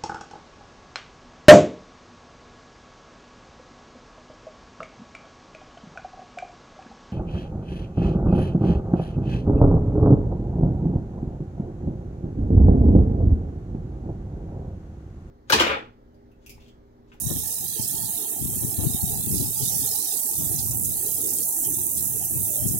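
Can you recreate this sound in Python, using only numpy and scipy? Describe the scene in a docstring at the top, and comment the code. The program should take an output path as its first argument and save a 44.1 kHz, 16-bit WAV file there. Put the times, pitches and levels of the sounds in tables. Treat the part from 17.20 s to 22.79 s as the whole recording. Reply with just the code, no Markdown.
"""Rain on a wet parking lot, heard on two microphone ports beside a brick pillar as the microphone turns.
From the start: ticking drops over a wash of noise, runoff slapping into a puddle and pattering on concrete
at right, a traffic murmur far off, and gusts of low noise that thump and ruffle the left port.
Soon drops shatter, bubbles ring, large drops crack close by and gushes slap the ground. The early rain
comes in even waves; after about three seconds ticks stand out, the hiss brightens and the whirrs fade."""
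import sys
import numpy as np
from scipy import signal
from scipy.fft import rfft, irfft
from scipy.io import wavfile
from scipy.ndimage import uniform_filter1d

SR = 44100
rng = np.random.default_rng(int(sys.argv[2]) if len(sys.argv) > 2 else 0)


def generate_wav(signal):
    """Clip the signal to [-1, 1] and save it as 16-bit WAV at the path in sys.argv[1]."""
    frames = np.transpose(np.atleast_2d(signal))
    scaled = np.clip(frames, -1, 1) * 32767
    pcm = np.round(scaled).astype(np.int16)
    wavfile.write(sys.argv[1], SR, pcm)


N = 246519
TIME = np.arange(N) / SR


def amp(db):
    """Amplitude ratio of a level in dB."""
    return 10 ** (np.asarray(db) / 20)


def unit(x):
    """Scales a sound to rms 1."""
    return x / np.sqrt(np.mean(x ** 2) + 1e-20)


def curve(rows):
    """A table of (time, value) rows, joined by straight lines at every sample."""
    return np.interp(TIME, *np.transpose(rows))


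def read(points, hz):
    """A spectrum, joined by straight lines on a log-frequency axis."""
    f, db = np.transpose(points)
    return np.interp(np.log(hz + 1), np.log(f), db)


def colour(x, points, size=4096):
    """Causal minimum-phase filter with the given spectrum, so that clicks keep their sharp front."""
    log_gain = np.log(amp(read(points, abs(np.fft.fftfreq(size, 1 / SR)))))
    response = np.exp(np.conj(signal.hilbert(log_gain)))
    taps = np.fft.ifft(response).real
    return signal.oaconvolve(x, taps[:size // 2])[:N]


def band(hz, width_hz):
    """Noise of rms 1 in a bell-shaped band; around 0 Hz it is a slow random drift."""
    f = np.fft.rfftfreq(N, 1 / SR)
    bell = np.exp(-2 * ((f - hz) / width_hz) ** 2)
    return unit(irfft(rfft(rng.standard_normal(N)) * bell, N))


def impacts(per_s, spread_db, limit_db):
    """Random clicks of either sign: many small, a few large."""
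    size = amp(np.minimum(spread_db * rng.exponential(1, N), limit_db))
    sign = rng.choice([-1, 1], N)
    return size * sign * (rng.random(N) < per_s / SR)


def tick(hz, cycles, size=96):
    """The sub-millisecond pressure ring of a drop bursting on wet ground."""
    turns = hz * np.arange(size) / SR
    ring = np.sin(2 * np.pi * turns) * turns * np.exp(-turns / cycles)
    return ring / np.linalg.norm(ring)


def add(mix, s, sound):
    """Lays a short two-sided sound into the mix at s seconds."""
    part = mix[:, max(round(s * SR), 0):][:, :sound.shape[1]]
    part += sound[:, :part.shape[1]]


def spray(clicks, t60, size=4000):
    """Each impact starts a fizz of droplets and wall reflections, down 60 dB after t60 seconds."""
    decay = np.exp(-2 * np.log(1000) * np.arange(size) / SR / t60)
    power = signal.oaconvolve(clicks ** 2, decay / decay.sum())[:N]
    return np.sqrt(abs(power)) * rng.standard_normal(N)


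def steadied(x, size=1500):
    """Evens out the level over a few hundredths of a second, leaving the fine grain."""
    return x / np.sqrt(abs(uniform_filter1d(x ** 2, size)) + 1e-12)


def patchy(x, depth_db, length_s, width_hz, ceiling=1.24, size=1024):
    """Lets neighbouring pitches swell and fade on their own, in short random patches."""
    z = signal.stft(x, nperseg=size, noverlap=size * 3 // 4)[2]
    # a random field over pitch and time, smoothed along both
    rate = np.fft.fftfreq(z.shape[1], size / 4 / SR)
    ripple = np.fft.fftfreq(z.shape[0], SR / size)[:, None]
    smooth = np.exp(-2 * ((rate * length_s) ** 2 + (ripple * width_hz) ** 2))
    field = unit(np.fft.ifft2(np.fft.fft2(rng.standard_normal(z.shape)) * smooth).real)
    # the ceiling makes the fades deeper than the swells
    z = z * unit(amp(depth_db * np.minimum(field, ceiling)))
    return signal.istft(z, nperseg=size, noverlap=size * 3 // 4)[1][:N]


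WAVE_CREST_S, WAVE_PERIOD_S = .68, .372
WAVES_END_S, WAVES_FADE_S = 2.5, 0.23


def waves():
    """Sheets of rain come and go between -1 and 1, then even out."""
    swing = np.cos(2 * np.pi * (TIME - WAVE_CREST_S) / WAVE_PERIOD_S)
    return swing * np.clip((WAVES_END_S - TIME) / WAVES_FADE_S, 0, 1)


# colour of the rain on the left port: frequency_hz, relative_level_db
RAIN_COLOUR_LEFT = [(1000, -86), (4200, -32), (4900, -45), (5500, -39), (6300, -27), (8000, -1.5),
                    (10000, 2), (12500, 0), (15500, -7)]
# colour of the rain on the right port: frequency_hz, relative_level_db
RAIN_COLOUR_RIGHT = [(1000, -29.5), (2800, -77), (4700, -43), (5550, -17.5), (6300, -10), (8000, -5),
                     (10000, -0.5), (12500, -1), (15500, -2)]
# the rain grows louder as the microphone turns: time_s, relative_level_db
RAIN_LEVEL = [(0, -27), (.47, -26.5), (.56, -27.5), (.66, -26), (1.25, -26), (2.02, -25), (2.18, -25),
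              (2.3, -26), (2.38, -23.5), (2.65, -22.5), (2.85, -24), (3.34, -23.5), (3.41, -25.5),
              (3.55, -24.5), (4.1, -22.5), (4.55, -22.5), (5.0, -24.5), (5.38, -22.5), (5.59, -23.5)]
WAVE_RAIN_DB = 0.35  # swing of the waves either way


def rain(spectrum, level_db, count=16):
    """Separate ticks from nearby pavement over the smooth wash of the far lot."""
    flurry = amp(.7 * band(0, 22))
    drops_per_s = 230 * flurry  # at each pitch
    ticks = np.zeros(N)
    for hz in np.geomspace(5500, 16500, count):
        clicks = impacts(drops_per_s, spread_db=4.2, limit_db=16)
        ticks += np.convolve(clicks, tick(hz, cycles=.6))[:N]
    ticks = unit(ticks)
    # the turn brings closer pavement into earshot, so single ticks stand out more
    near_share = np.interp(TIME, [2, 3.5], [.27, .4])
    wash = unit(spray(ticks, t60=.03) + flurry * rng.standard_normal(N))
    sound = np.sqrt(near_share) * ticks + np.sqrt(1 - near_share) * wash
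    sound = patchy(colour(sound, spectrum), depth_db=1.8, length_s=.025, width_hz=420)
    return unit(sound) * amp(curve(RAIN_LEVEL) + WAVE_RAIN_DB * waves() + level_db)


def turned(x):
    """Facing the open lot after the turn, the top of the hiss is brighter."""
    top = signal.sosfilt(signal.butter(1, 11000, "high", fs=SR, output="sos"), x)
    shade_db = np.interp(TIME, [2.7, 3.5], [-2.5, 1.2])
    brightened = x + (amp(shade_db) - 1) * top
    return brightened * amp(-.55 * shade_db)  # offsets the change in level


# colour of the splatter on the left port: frequency_hz, relative_level_db
SPLATTER_LEFT = [(1000, -46), (3000, -20), (4200, -18.5), (5200, -8), (5650, -2), (6200, 9.5), (7000, 5),
                 (9000, -7), (12000, -21)]
# colour of the splatter on the right port: frequency_hz, relative_level_db
SPLATTER_RIGHT = [(1000, -33), (2300, -14), (2900, -15), (3180, -0.5), (3420, -3), (3750, 3.5),
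                  (4300, -0.5), (4750, -3), (5250, 6.5), (5580, -6), (6200, -2.5), (7000, 2.5), (8000, 0),
                  (12000, -4)]
# flow of the runoff into the puddle on the right: time_s, relative_level_db
RUNOFF_LEVEL = [(0, -44.5), (.07, -44.5), (.55, -42), (.88, -39), (1.2, -47), (1.4, -44.5), (1.62, -44),
                (1.74, -39), (2.05, -45), (2.33, -42), (2.45, -38), (2.62, -40), (2.8, -39), (3.02, -43.5),
                (3.35, -47), (3.58, -54.5), (3.8, -46), (4.05, -47.5), (4.38, -53.5), (4.6, -48),
                (5.1, -56.5), (5.43, -44.5), (5.59, -54)]


def splatter(spectrum, flow_db, count=60):
    """A dense stream of small slaps on a puddle, with bubbles ringing at many pitches."""
    t = np.arange(SR // 12) / SR
    bubbles = np.zeros(N)
    for hz in np.geomspace(2700, 7800, count):
        ring = np.sin(2 * np.pi * hz * t * (1 + .1 * t)) * np.exp(-hz * t / 20)
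        bubbles += signal.oaconvolve(impacts(24, spread_db=4, limit_db=10), ring)[:N]
    slaps = impacts(600, spread_db=5, limit_db=14)
    sound = .35 * unit(bubbles) + unit(slaps) + .5 * unit(spray(slaps, t60=.012))
    sound = patchy(sound, depth_db=5, length_s=.04, width_hz=200, ceiling=1.2)
    return steadied(colour(sound, spectrum)) * amp(flow_db)


# colour of the thin spatter of runoff on bare concrete: frequency_hz, relative_level_db
SPATTER_COLOUR = [(2500, -45), (4000, -15), (4700, -9), (5150, 0), (5550, -5), (6000, 2.5), (6600, -3),
                  (7500, -13), (10000, -29)]
# level of that spatter on the right: time_s, level_db
SPATTER_LEVEL = [(0, -56), (.07, -39.5), (.6, -39.5), (.95, -53), (1.4, -72), (1.75, -51), (2.05, -59),
                 (2.17, -36.5), (2.32, -41), (2.45, -34), (2.92, -35), (3.08, -40.5), (3.4, -35.5),
                 (3.58, -48), (3.95, -42), (4.2, -42), (4.6, -56), (5.25, -45.5), (5.5, -61)]


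def spatter():
    """Part of the runoff misses the puddle and patters thinly on concrete, louder on the right."""
    slaps = impacts(1200, spread_db=4, limit_db=12)
    sound = unit(slaps) + .6 * unit(spray(slaps, t60=.012))
    right = steadied(colour(sound, SPATTER_COLOUR))
    left = amp(-20) * np.roll(right, SR // 50)  # arrives late, off the wall
    return np.array([left, right]) * amp(curve(SPATTER_LEVEL))


def uneven_below(x, edge_hz=6600):
    """Makes all the water noise below 6.6 kHz uneven, in narrow random patches."""
    low = signal.oaconvolve(x, signal.firwin(61, edge_hz, fs=SR), "same")
    return x - low + patchy(low, depth_db=12, length_s=.075, width_hz=145, ceiling=.75)


# distant traffic on the left port: frequency_hz, relative_level_db (per Hz)
TRAFFIC_LEFT = [(30, -70), (110, -102), (250, -68), (400, -82), (520, -88.5), (700, -72.5), (930, -82.5),
                (1050, -83), (1200, -89.5), (1500, -93), (2400, -88.5), (2700, -80), (3200, -99),
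                (8000, -102)]
# distant traffic on the right port: frequency_hz, relative_level_db (per Hz)
TRAFFIC_RIGHT = [(30, -100), (100, -71), (240, -79.5), (340, -83), (430, -70), (530, -81), (620, -80),
                 (740, -69.5), (880, -69.5), (1020, -92), (1280, -83.5), (1500, -89), (2100, -92),
                 (8000, -102)]
# the traffic swells and recedes: time_s, relative_level_db
TRAFFIC_LEVEL = [(0, -0.5), (.9, 4), (3.7, 3.5), (5.59, 2)]
# narrow whirring resonances in the traffic noise, before dips and fade: pitch_hz, width_hz, left_db, right_db
WHIRRS = [(1778, 86, -102, -59.5), (2640, 78, -93, -66.5)]
# faint low drones that come and go: start_s, length_s, pitch_hz, width_hz, level_db
DRONES = [(3.811, 0.12, 430, 130, -42), (3.917, 0.31, 378, 187, -42.5), (4.28, 0.51, 308, 128, -44.5),
          (5.246, 0.24, 605, 45.5, -48.5)]
WHIRR_DIP_DB = 7.5  # per unit of a random drift


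def traffic():
    """A dull, shifting noise murmur, partly alike in both ports, with whirring resonances and drones."""
    shared_colour = [(150, -13.5), (350, 9.5), (600, -6.5), (1000, -4.5), (3000, -51.0)]
    shared = colour(rng.standard_normal(N), shared_colour)
    sides = []
    for spectrum in (TRAFFIC_LEFT, TRAFFIC_RIGHT):
        murmur = colour(1.72 * shared + rng.standard_normal(N), spectrum)
        sides.append(patchy(murmur, depth_db=8.0, length_s=0.046, width_hz=159, ceiling=1.55))
    # the square root turns dB per Hz into the level of sampled noise
    out = np.array(sides) * np.sqrt(SR / 2) * amp(curve(TRAFFIC_LEVEL) - 8.5)
    # the whirrs fade as the microphone turns away
    facing = amp(np.interp(TIME, [2.8, 4.2], [0, -3.2]))
    for hz, width_hz, left_db, right_db in WHIRRS:
        whirr = amp([[left_db], [right_db]]) * band(hz, width_hz)
        dips = amp(WHIRR_DIP_DB * np.minimum(band(0, 8.6), .3))
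        out += whirr * dips * facing
    for s, length, hz, width_hz, db in DRONES:
        swell = np.sin(np.pi * np.clip((TIME - s) / length, 0, 1))
        out += amp(db) * band(hz, width_hz) * swell
    return out


# gusts of wind on the two ports: start_s, length_s, relative_left_db, relative_right_db
GUSTS = [(0.034, 0.16, -36, -77), (0.41, 0.072, -43, -62), (0.61, 0.012, -38.5, -60),
         (0.723, 0.023, -40, -76), (0.816, 0.028, -37.5, -77), (1.22, 0.27, -35, -74),
         (1.623, 0.03, -27, -49), (1.877, 0.13, -33.5, -69), (2.11, 0.11, -28, -66), (2.4, 0.23, -37, -73),
         (3.191, 0.33, -34.5, -57), (3.487, 0.21, -38, -37.5), (3.856, 0.36, -46, -50.5),
         (4.466, 0.15, -40, -50), (4.758, 0.28, -39.5, -52), (5.143, 0.083, -34, -42.5),
         (5.432, 0.1, -28, -53)]
GUST_RISE_S, GUST_RELEASE_S = 0.029, 0.079  # time constants
GUST_SAG_DB_PER_S = 1
BREEZE_DB = (-56.5, -84)  # relative level between gusts: left, right
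# turbulence around each thump: left and right against its tabled peak, and its half-length
WAKE_DB, WAKE_S = (-11.5, -54), 0.0088


def pressure_db(port):
    """Each gust rises quickly, sags and dies back into the breeze; eddies add brief peaks."""
    power = amp(BREEZE_DB[port]) ** 2
    for s, length, *sides_db in GUSTS:
        age = TIME - s
        rise = np.minimum(age, 0) / GUST_RISE_S
        release = np.maximum(age - length, 0) / GUST_RELEASE_S
        gate = np.exp(rise - release)
        sag_db = GUST_SAG_DB_PER_S * np.maximum(age, 0)
        power = power + (gate * amp(sides_db[port] - sag_db)) ** 2
    for s, db in THUMPS:
        wake = np.exp(-((TIME - s) / WAKE_S) ** 2)
        power = power + amp(db + WAKE_DB[port]) ** 2 * wake
    return 10 * np.log10(power)


# colour of the buffeting: frequency_hz, relative_level_db
BUFFET_COLOUR = [(20, -37), (40, -42), (65, 3), (110, 9.5), (170, 3.5), (250, -1), (380, -10.5), (520, -33),
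                 (800, -32), (1300, -44.5), (3000, -62)]


def buffet(force_db, level_db, lump_db):
    """Turbulence rumbles on a port: lumpy noise, mostly low, that follows the wind's force."""
    swirl = colour(rng.standard_normal(N) * amp(lump_db * band(0, 36)), BUFFET_COLOUR)
    # the gust sets the overall force; the swirl only varies it from eddy to eddy
    return steadied(swirl, size=2000) * amp(force_db + level_db)


# single eddies that thump on the left port, before a common trim: time_s, peak_db
THUMPS = [(0.068, -16), (0.113, -16.5), (0.166, -18), (0.601, -19), (1.227, -17.5), (1.259, -16.5),
          (1.451, -16), (1.591, -13), (1.648, -18), (1.671, -14), (1.749, -17.5), (1.841, -14),
          (2.075, -16.5), (2.147, -14.5), (2.216, -25), (2.432, -15), (5.171, -21), (5.462, -20.5)]


def thumps():
    """An eddy that hits the port squarely gives one fast-dying push and pull of pressure."""
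    out, t = np.zeros((2, N)), np.arange(SR // 25) / SR
    for (s, db), (speed, side) in zip(THUMPS, rng.random((len(THUMPS), 2))):
        turns = (140 + 90 * speed) * t
        push = np.sign(side - .5) * np.sin(2 * np.pi * turns) * turns * np.exp(-turns / 0.58)
        # starts early, so that the push peaks near the listed time
        add(out, s - .004, amp([[db], [db - 44]]) * push / abs(push).max())
    return amp(-3.0) * out


# drops that shatter into a cluster of ticks: start_s, length_s, pitch_hz, relative_left_db, relative_right_db
SPLASHES = [(0.065, .008, 7340, -42, -24.5), (0.676, 0.011, 10800, -23, -18),
            (1.384, 0.0073, 7600, -46, -26), (1.643, .01, 7950, -41, -28), (2.672, 0.0079, 8500, -30, -20),
            (2.926, 0.0074, 7200, -42, -23), (3.506, 0.014, 7400, -42, -24),
            (3.642, 0.016, 7300, -30, -24.5), (3.86, 0.011, 7400, -29, -33),
            (4.089, 0.015, 7440, -33, -23.5), (4.132, 0.011, 7600, -33, -22),
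            (4.175, 0.013, 8000, -29, -30), (4.223, 0.013, 6370, -37, -27),
            (4.434, 0.017, 7140, -33, -25.5), (4.54, 0.0088, 7400, -33, -27),
            (4.772, 0.014, 9800, -23, -19), (5.244, 0.011, 8000, -28, -30), (5.48, 0.015, 7200, -28, -24)]
SPLASH_WIDTH = 0.33  # width of a splash's band against its pitch


def splashes():
    """A drop shatters, and its fragments land as a quick cluster of clicks in a bell-shaped band."""
    out, t = np.zeros((2, N)), np.arange(SR // 12) / SR
    f = np.fft.rfftfreq(len(t), 1 / SR)
    for s, length, hz, *sides_db in SPLASHES:
        age = t / (length / 2)
        swell = age * np.exp(1 - age)
        landed = rng.random((2, len(t))) < 9000 / SR
        fragments = rng.standard_normal((2, len(t))) * landed
        bell = np.exp(-2 * ((f - hz) / (SPLASH_WIDTH * hz)) ** 2)
        cluster = irfft(rfft(fragments * swell) * bell, len(t))
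        cluster *= np.linalg.norm(swell) / np.linalg.norm(cluster, axis=1, keepdims=True)
        add(out, s, amp(sides_db)[:, None] * cluster)
    return out * amp(-4)


# brief, brighter flutters of hard wind: centre_s, half_length_s, level_db
FLUTTERS = [(0.119, 0.023, -29.5), (0.163, 0.011, -43), (1.44, 0.023, -33), (1.599, 0.018, -29.5),
            (1.647, 0.023, -28), (2.152, 0.019, -31), (2.23, 0.022, -30.5), (3.209, 0.053, -40),
            (3.33, 0.032, -37.5), (5.545, 0.007, -34)]
# colour of that flutter: frequency_hz, relative_level_db
FLUTTER_COLOUR = [(60, -28), (200, -13.5), (300, 15), (430, -1.5), (560, -7), (850, -13), (1300, -22),
                  (3000, -75)]


def flutter():
    """Hard gusts break into a brief, brighter ruffle of noise on the left port."""
    force = sum(amp(db) * np.exp(-((TIME - s) / length) ** 2) for s, length, db in FLUTTERS)
    ruffle = steadied(colour(rng.standard_normal(N), FLUTTER_COLOUR), size=900)
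    return np.array([force * ruffle, np.zeros(N)])


# larger drips that ring a bubble in the puddle: start_s, pitch_hz, peak_db, glide_hz_per_s
PLIPS = [(0.156, 3120, -47, 500), (0.552, 3200, -47, -2000), (1.032, 3130, -47, 0),
         (4.439, 3200, -42, -3000), (5.019, 3150, -49, -9000)]


def plips():
    """A drip traps a wobbling bubble that rings softly under the rain, on the right."""
    out, t = np.zeros((2, N)), np.arange(SR // 6) / SR
    for s, hz, db, glide in PLIPS:
        age = t / .014
        wobble = 1 + .04 * band(0, 1400)[:len(t)]
        turns = np.cumsum((hz + glide * t) * wobble) / SR
        ring = age * np.exp(1 - age) * np.sin(2 * np.pi * turns)
        add(out, s, amp([[db - 28], [db]]) * ring)
    return out


# large drops that land close by, before colour and trim: time_s, peak_db, left_minus_right_db, pitch_hz
NEAR_DROPS = [(.189, -9, -9, 12400), (.26, -10, -16, 10000), (.33, -10, -12, 10700), (.628, -8, -9, 8000),
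              (.731, -8, -9, 10300), (.795, -11, -12, 9900), (1.545, -10, -11, 11400),
              (1.818, -11, -11, 11500), (2.159, -6, -10, 9900), (2.228, -10, -12, 9500),
              (2.439, -7.5, -12, 8100), (2.662, -6, 0, 10900), (2.926, -7, -14, 8500),
              (3.005, -7, -13, 13400), (3.091, -4, -14, 12800), (3.113, -5, -11, 10900),
              (3.346, -8, -13, 12000), (3.361, -8, -10, 11300), (3.573, -4, -9, 11700),
              (3.694, -7, -11, 12800), (3.952, -5, -12, 12200), (4.016, -5, -8, 10100),
              (4.072, -3, -13, 11900), (4.106, -7, -9, 11200), (4.137, -7, -13, 11500),
              (4.186, -4, -3, 8500), (4.221, -8, -7, 10000), (4.291, -5, -6, 12200), (4.471, -6, -7, 11500),
              (4.49, -6, -13, 12400), (4.544, -7, -9, 9600), (4.717, -4, -7, 13100),
              (4.827, -4, -15, 11300), (5.05, -4, -12, 12500), (5.057, -5, -10, 11900),
              (5.306, -6, -13, 11900), (5.358, -5, -6, 10300)]
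# colour of a large drop's crack: frequency_hz, relative_level_db
CRACK_COLOUR = [(1500, -60), (3500, -44), (5000, -22), (6500, -6), (8000, 0), (15000, 0)]
NEAR_DB = -1.3  # common trim
# droplets thrown up by a large drop: level against its peak, time constant of their decay
DROPLETS_DB, DROPLETS_S = -22, .006


def near_drops():
    """Single large drops, each with a pitch of its own and a brief fizz of droplets."""
    out, t = np.zeros((2, N)), np.arange(SR // 25) / SR
    for s, db, pan_db, hz in NEAR_DROPS:
        ring = tick(hz, cycles=.9)
        fizz = signal.lfilter(ring, 1, rng.standard_normal((2, len(t))))
        droplets = fizz * np.exp(-t / DROPLETS_S)
        # only the farther side is turned down
        sides = amp(db + np.array([[min(pan_db, 0)], [min(-pan_db, 0)]]))
        add(out, s, sides * ring / abs(ring).max())
        add(out, s, sides * amp(DROPLETS_DB) * droplets)
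    return amp(NEAR_DB) * np.array([colour(side, CRACK_COLOUR) for side in out])


# heavier gushes of runoff hitting the ground: start_s, length_s, left_db, right_db
GUSHES = [(0.612, 0.073, -51, -31.5), (2.137, 0.14, -56, -37.5), (2.42, 0.076, -49, -28),
          (3.128, 0.053, -39, -39), (3.38, 0.043, -34, -31.5), (4.203, 0.033, -49, -41),
          (4.766, 0.046, -47, -32.5)]
# colour of a gush: frequency_hz, relative_level_db
GUSH_COLOUR = [(1500, -50), (2700, -28), (3200, -9), (4500, -1.5), (5500, 0), (7000, 2), (9000, -4),
               (14000, -29)]


def gushes():
    """A lump of water breaks into a quick cluster of wet slaps."""
    swell = np.zeros((2, N))
    for s, length, left_db, right_db in GUSHES:
        age = np.maximum(TIME - s, 0) / (length / 3)
        swell += amp([[left_db], [right_db]]) * age * np.exp(1 - age)
    slaps = [colour(impacts(1500, spread_db=5, limit_db=11), GUSH_COLOUR) for _ in swell]
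    return swell * np.array([unit(side) for side in slaps])


def scene():
    """Rain and runoff in front, wind on the ports, traffic behind."""
    hiss = np.array([rain(RAIN_COLOUR_LEFT, level_db=-5.5), rain(RAIN_COLOUR_RIGHT, level_db=2.0)])
    # on the left the splatter follows the rain, on the right the runoff
    puddle_left = splatter(SPLATTER_LEFT, curve(RAIN_LEVEL) - 19)
    puddle_right = splatter(SPLATTER_RIGHT, curve(RUNOFF_LEVEL) + 4.5)
    puddle = np.array([puddle_left, puddle_right])
    ground = turned(hiss) + puddle + spatter() + gushes()
    water = np.array([uneven_below(side) for side in ground])
    wind_left = buffet(pressure_db(port=0), level_db=3.5, lump_db=4)
    wind_right = buffet(pressure_db(port=1), level_db=3.5, lump_db=1)
    wind = np.array([wind_left, wind_right]) + thumps() + flutter()
    return water + traffic() + wind + splashes() + plips() + near_drops()


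EDGE_HZ = 15900


def record(dry):
    """The recorder's band limit: a steep low-pass."""
    taps = signal.firwin(701, EDGE_HZ, window=("kaiser", 9), fs=SR)
    return signal.oaconvolve(dry, taps[None], "same", axes=1)


dry = scene()
out = record(dry)
generate_wav(out)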